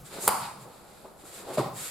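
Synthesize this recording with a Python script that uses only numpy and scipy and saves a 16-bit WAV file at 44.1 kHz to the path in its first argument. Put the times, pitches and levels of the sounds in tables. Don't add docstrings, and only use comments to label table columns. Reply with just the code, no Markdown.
import sys
import numpy as np
from scipy import signal
from scipy.io import wavfile
from scipy.ndimage import uniform_filter1d

SR = 44100
rng = np.random.default_rng(int(sys.argv[2]) if len(sys.argv) > 2 else 0)


def to_wav(sig):
    pcm = np.clip(np.atleast_2d(sig), -1, 1) * 32767
    pcm = np.round(pcm).astype(np.int16)
    wavfile.write(sys.argv[1], SR, pcm.T)


N = 83790
T = np.arange(N) / SR


def amp(db):
    return 10 ** (np.asarray(db) / 20)


def unit(x):
    return x / np.sqrt(np.mean(x ** 2) + 1e-20)


def read(points, hz):
    f, value = np.transpose(points)
    return np.interp(np.log(hz + 1), np.log(f + 1), value)


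def add(mix, s, sound):
    part = mix[round(s * SR):][:len(sound)]
    part += sound[:len(part)]


def colour(x, points, size=4096):
    hz = abs(np.fft.fftfreq(size, 1 / SR))
    log_gain = np.log(amp(read(points, hz)))
    spectrum = np.exp(np.conj(signal.hilbert(log_gain)))
    taps = np.fft.ifft(spectrum).real[:size // 2]
    taps = taps / np.linalg.norm(taps)
    return np.apply_along_axis(lambda v: signal.fftconvolve(v, taps)[:N], -1, x)


def pair(a, b, same):
    same = np.clip(same, -1, 1)
    mid = a * np.sqrt((1 + same) / 2)
    side = b * np.sqrt((1 - same) / 2)
    return np.array([mid + side, mid - side])


def grains(per_s, spread_db, same):
    size = amp(spread_db * np.minimum(rng.exponential(1, (2, N)), 5))
    sign = rng.choice([-1, 1], (2, N))
    present = rng.random((2, N)) < per_s / SR
    return unit(pair(*(size * sign * present), same))


def swells(rows):
    power = 0
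    for s, rise, fall, db in rows:
        width = np.where(T < s, rise, fall)
        power = power + amp(db) ** 2 * np.exp(-((T - s) / width) ** 2 * 2)
    return np.sqrt(power)


# (time [s], crack level [dB], air pop level [dB], pop pitch [Hz])
FOLD_SNAPS = [(.2767, -6, 0, 1000), (.2782, -5, -2, 1200), (.2789, 15, 13, 1120), (.2801, .5, -1, 1250),
              (.2815, 5, 1.5, 1000), (.2842, 6.5, 4.5, 1100), (.2854, -4, 3.5, 520), (.2878, -4, -2, 1100),
              (.2901, 2, -8, 1100), (.2925, -3, -9, 1100)]
# (frequency [Hz], relative level [dB])
CRACK_SPECTRUM = [(1200, -22.5), (2100, -9), (2500, -12), (3000, -8), (3900, -10), (4650, -4.5),
                  (5400, -13.5), (6300, -13), (7300, -5.5), (9000, -3.5), (12000, 0.5), (14000, -10),
                  (16000, -19)]
# (multiple of its pitch [ratio], relative level [dB])
POP_SPECTRUM = [(.04, -50), (.09, -23), (.16, -6), (.27, -14), (.42, -7.5), (.55, -11), (.73, -.5),
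                (1.05, -.5), (1.25, -1.5), (1.5, -18), (2, -18), (3, -22), (7.5, -52)]
CRACK_RISE_S, CRACK_FALL_S = .00019, .0002
FRAY_S, FRAY_DB = .0016, -21
CRACK_PAN_DB, POP_PAN_DB = -.6, .7
SNAP_WET_DB = -1


def sleeve():
    out = np.zeros((2, N))
    t = T[:SR // 50] - T[SR // 500]
    side = np.array([[1], [-1]])
    onset = np.exp(-abs(t) / CRACK_RISE_S)
    decay = np.exp(-abs(t) / CRACK_FALL_S) + amp(FRAY_DB) * np.exp(-abs(t) / FRAY_S)
    shape = np.where(t < 0, onset, decay)
    for s, crack_db, pop_db, pop_hz in FOLD_SNAPS:
        crack, pop = np.zeros(N), np.zeros(N)
        add(crack, s + t[0], shape * rng.choice([-1, 1], len(t)))
        crack = colour(crack, CRACK_SPECTRUM)
        crack = amp(crack_db) * crack / np.linalg.norm(crack)
        add(pop, s, amp([pop_db]))
        pop = colour(pop, [(k * pop_hz, db) for k, db in POP_SPECTRUM])
        direct = amp(side * CRACK_PAN_DB) * crack + amp(side * POP_PAN_DB) * pop
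        out += direct + amp(SNAP_WET_DB) * hall((crack + pop)[None])
    return out


# (time [s], ring level [dB], slap level [dB], ring pitch [Hz])
THUMPS_AND_FLAPS = [(1.046, -29, -35, 860), (1.058, -28, -34, 940), (1.073, -39, -55, 775),
                    (1.238, -26.5, -26, 343), (1.254, -27, -42, 1310), (1.5735, -1.5, -36, 638),
                    (1.578, -12, -12, 574), (1.5829, 1, 1.5, 578), (1.5877, -1, -6, 555),
                    (1.591, -10, -10, 1182), (1.5948, -16, -6, 970), (1.5976, -0.5, -3, 373),
                    (1.6028, -9, -9, 420), (1.6063, -14, -5, 1005), (1.6126, -7.5, -8, 788),
                    (1.645, -13, -21, 1066), (1.662, -14, -13, 774)]
# (frequency [Hz], relative level [dB])
SLAP_SPECTRUM = [(40, -35), (80, -7), (135, 11.5), (200, 0.5), (280, 2.5), (420, -3.5), (800, -5),
                 (1100, -2), (1350, -9), (1700, -22), (3000, -32), (6000, -58), (16000, -75)]
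RING_S = 0.004
FLAP_WET_DB = -3.5


def thumps_and_jacket():
    out = np.zeros((2, N))
    t = T[:SR // 20]
    slap = colour(signal.unit_impulse(len(t)), SLAP_SPECTRUM)[:len(t)]
    for s, ring_db, slap_db, hz in THUMPS_AND_FLAPS:
        soft_onset = 1 - np.exp(-(hz * t) ** 2 * 2)
        ring = np.sin(2 * np.pi * hz * t) * np.exp(-t / RING_S) * soft_onset
        ring = ring / np.linalg.norm(ring)
        hit = np.zeros(N)
        add(hit, s, amp(ring_db) * ring + amp(slap_db) * slap)
        out += hit + amp(FLAP_WET_DB) * hall(hit[None])
    return out


# (peak time [s], rise [s], fall [s], hiss level [dB], scrape level [dB])
CLOTH_RUBS = [(0.067, 0.023, 0.036, -49.5, -54.5), (0.144, 0.04, 0.12, -47, -47),
              (0.238, 0.031, 0.17, -34, -47), (.445, 0.044, 0.025, -59, -41.5),
              (.62, 0.031, 0.039, -54.5, -59), (.77, 0.15, 0.057, -60, -61), (.95, 0.17, 0.2, -59.5, -61),
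              (1.219, 0.045, 0.015, -56.5, -59.5), (1.278, 0.038, 0.029, -49.5, -55.5),
              (1.365, 0.066, 0.072, -46.5, -50.5), (1.5, 0.048, 0.078, -51.5, -51),
              (1.548, 0.018, 0.02, -42.5, -47), (1.584, 0.01, 0.029, -41, -39.5),
              (1.63, 0.047, 0.056, -51, -48.5), (1.797, 0.045, 0.048, -39.5, -46),
              (1.849, 0.039, 0.073, -38, -44.5)]
# (frequency [Hz], relative level [dB])
HISS_SPECTRUM = [(3000, -26.5), (6200, -13.5), (7300, -3), (8500, -5.5), (10000, -8.5), (12000, -9.5),
                 (14000, -15.5), (15500, -25), (16500, -45)]
# (frequency [Hz], relative level [dB])
SCRAPE_SPECTRUM = [(200, -29), (500, -7.5), (900, -7.5), (1350, 3.5), (1700, 0.5), (2300, 0.5),
                   (3000, -1.5), (3800, 2.5), (4800, .5), (5800, -9.5), (9000, -38)]
FIBRES_PER_S, FIBRE_SPREAD_DB = 9000, 1


def rubbing():
    hiss_level = swells([(s, rise, fall, db) for s, rise, fall, db, _ in CLOTH_RUBS])
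    scrape_level = swells([(s, rise, fall, db) for s, rise, fall, _, db in CLOTH_RUBS])
    hiss = grains(FIBRES_PER_S, FIBRE_SPREAD_DB, same=0.23) * hiss_level
    scrape = grains(FIBRES_PER_S, FIBRE_SPREAD_DB, same=0.53) * scrape_level
    return colour(hiss, HISS_SPECTRUM) + colour(scrape, SCRAPE_SPECTRUM)


# (peak time [s], rise [s], fall [s], level [dB])
CLOTH_BILLOWS = [(.148, 0.037, 0.045, -44.5), (.18, 0.014, 0.023, -37), (.245, 0.018, 0.027, -38),
                 (.68, 0.049, 0.025, -48), (.85, 0.22, 0.09, -60.5), (1.058, 0.018, 0.018, -47.5),
                 (1.29, 0.061, 0.1, -57), (1.465, 0.087, 0.016, -46), (1.497, 0.023, 0.043, -37),
                 (1.545, 0.021, 0.2, -43.5), (1.85, 0.006, 0.033, -51.5)]
# (frequency [Hz], relative level [dB])
BILLOW_SPECTRUM = [(50, -37), (150, -4.5), (260, -7.5), (380, 1), (560, -0.5), (800, -5.5), (1300, -13),
                   (1800, -25.5), (5000, -40.5)]
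FOLDS_PER_S, FOLD_SPREAD_DB = 1500, 2


def billowing():
    folds = grains(FOLDS_PER_S, FOLD_SPREAD_DB, same=0.92)
    return colour(folds * swells(CLOTH_BILLOWS), BILLOW_SPECTRUM)


# (peak time [s], rise [s], fall [s], level [dB])
FOOT_STEPS = [(.005, .02, 0.059, -50), (.41, 0.15, 0.1, -46.5), (.575, 0.032, 0.12, -51.5),
              (1.645, 0.024, 0.16, -44.5), (1.78, 0.011, 0.081, -58)]
# (frequency [Hz], relative level [dB])
MAT_SPECTRUM = [(30, -66), (80, -29), (100, -1.5), (140, 4), (185, -1), (260, -10), (800, -33.5)]


def feet():
    noise = pair(*rng.standard_normal((2, N)), same=1.0)
    return colour(noise * swells(FOOT_STEPS), MAT_SPECTRUM)


# (peak time [s], rise [s], fall [s], level [dB])
RUMBLE_SWELLS = [(.01, 0.066, 0.029, -49), (.16, 0.069, 0.12, -59), (.52, 0.14, 0.17, -68),
                 (1.84, 0.013, 0.049, -69)]
# (frequency [Hz], relative level [dB])
RUMBLE_SPECTRUM = [(20, -18), (50, 7), (75, -1), (130, -7), (400, -29)]


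def rumble():
    noise = pair(*rng.standard_normal((2, N)), same=0.95)
    return colour(noise * swells(RUMBLE_SWELLS), RUMBLE_SPECTRUM)


# (frequency [Hz], relative level [dB])
HUM_SPECTRUM = [(20, -11), (55, -3.5), (90, -8.5), (130, -2.5), (200, -3), (280, -7.5), (480, -3),
                (800, -5), (1000, -9.5), (1350, -8), (1800, -24), (5000, -31), (6200, -36), (8000, -48),
                (11000, -19.5), (13000, -28.5), (16000, -44)]
HUM_DB = -53.3


def hum():
    noise = pair(*rng.standard_normal((2, N)), same=0.55)
    return amp(HUM_DB) * colour(noise, HUM_SPECTRUM)


# (frequency [Hz], time [s])
REVERB_TIME = [(100, 0.53), (400, 0.46), (1000, 0.6), (2500, 0.5), (5000, 0.57), (8000, 0.52),
               (14000, 0.34)]
# (frequency [Hz], level [dB])
REVERB_GAIN = [(100, -14), (200, -2), (450, -6.5), (850, 3.5), (1400, -2.5), (2200, 1), (3200, -5),
               (5000, -1), (8000, -8), (12000, -6.5), (14000, -13), (16000, -26)]
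# (frequency [Hz], correlation [ratio])
REVERB_SAME = [(60, 0.96), (150, 0.82), (380, 0.79), (950, 0.57), (2400, 0.7), (6000, 0.22), (15000, 0.033)]
HALL_BUILD_S = 0.011


def hall(x):
    hz, t, z = signal.stft(rng.standard_normal((2, SR)), SR, nperseg=512)
    t60 = read(REVERB_TIME, hz)[:, None]
    z = pair(*z, read(REVERB_SAME, hz)[:, None])
    z = z * amp(read(REVERB_GAIN, hz))[:, None]
    z = z * np.exp(-np.log(1000) * t / t60)
    z = z * np.sqrt(2 * np.log(1000) / (t60 * SR))
    tail = signal.istft(z, SR, nperseg=512)[1][:, :SR]
    tail = tail * np.minimum(T[:SR] / HALL_BUILD_S, 1)
    return signal.fftconvolve(x, tail, axes=1)[:, :N]


CLOTH_WET_DB = -2


def scene():
    cloth = rubbing() + billowing()
    cloth_in_hall = amp(CLOTH_WET_DB) * hall(cloth)
    return sleeve() + thumps_and_jacket() + cloth + cloth_in_hall + feet() + rumble() + hum()


LIMIT_DB, RECOVER_DB_PER_S = -9.5, 30
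CEILING, EDGE_HZ = .92, 16500


def record(dry):
    power = uniform_filter1d((dry ** 2).mean(0), size=88)
    power_db = 10 * np.log10(abs(power) + 1e-12)
    fall = T * RECOVER_DB_PER_S
    held_db = np.maximum.accumulate(power_db + fall) - fall
    over_db = np.maximum(held_db - LIMIT_DB, 0)
    ducked = dry / amp(uniform_filter1d(over_db, size=22))
    rounded = ducked / (1 + (ducked / CEILING) ** 6) ** (1 / 6)
    taps = signal.firwin(255, EDGE_HZ, window=("kaiser", 9), fs=SR)
    return signal.oaconvolve(rounded, taps[None], "same")


dry = scene()
out = record(dry)
to_wav(out)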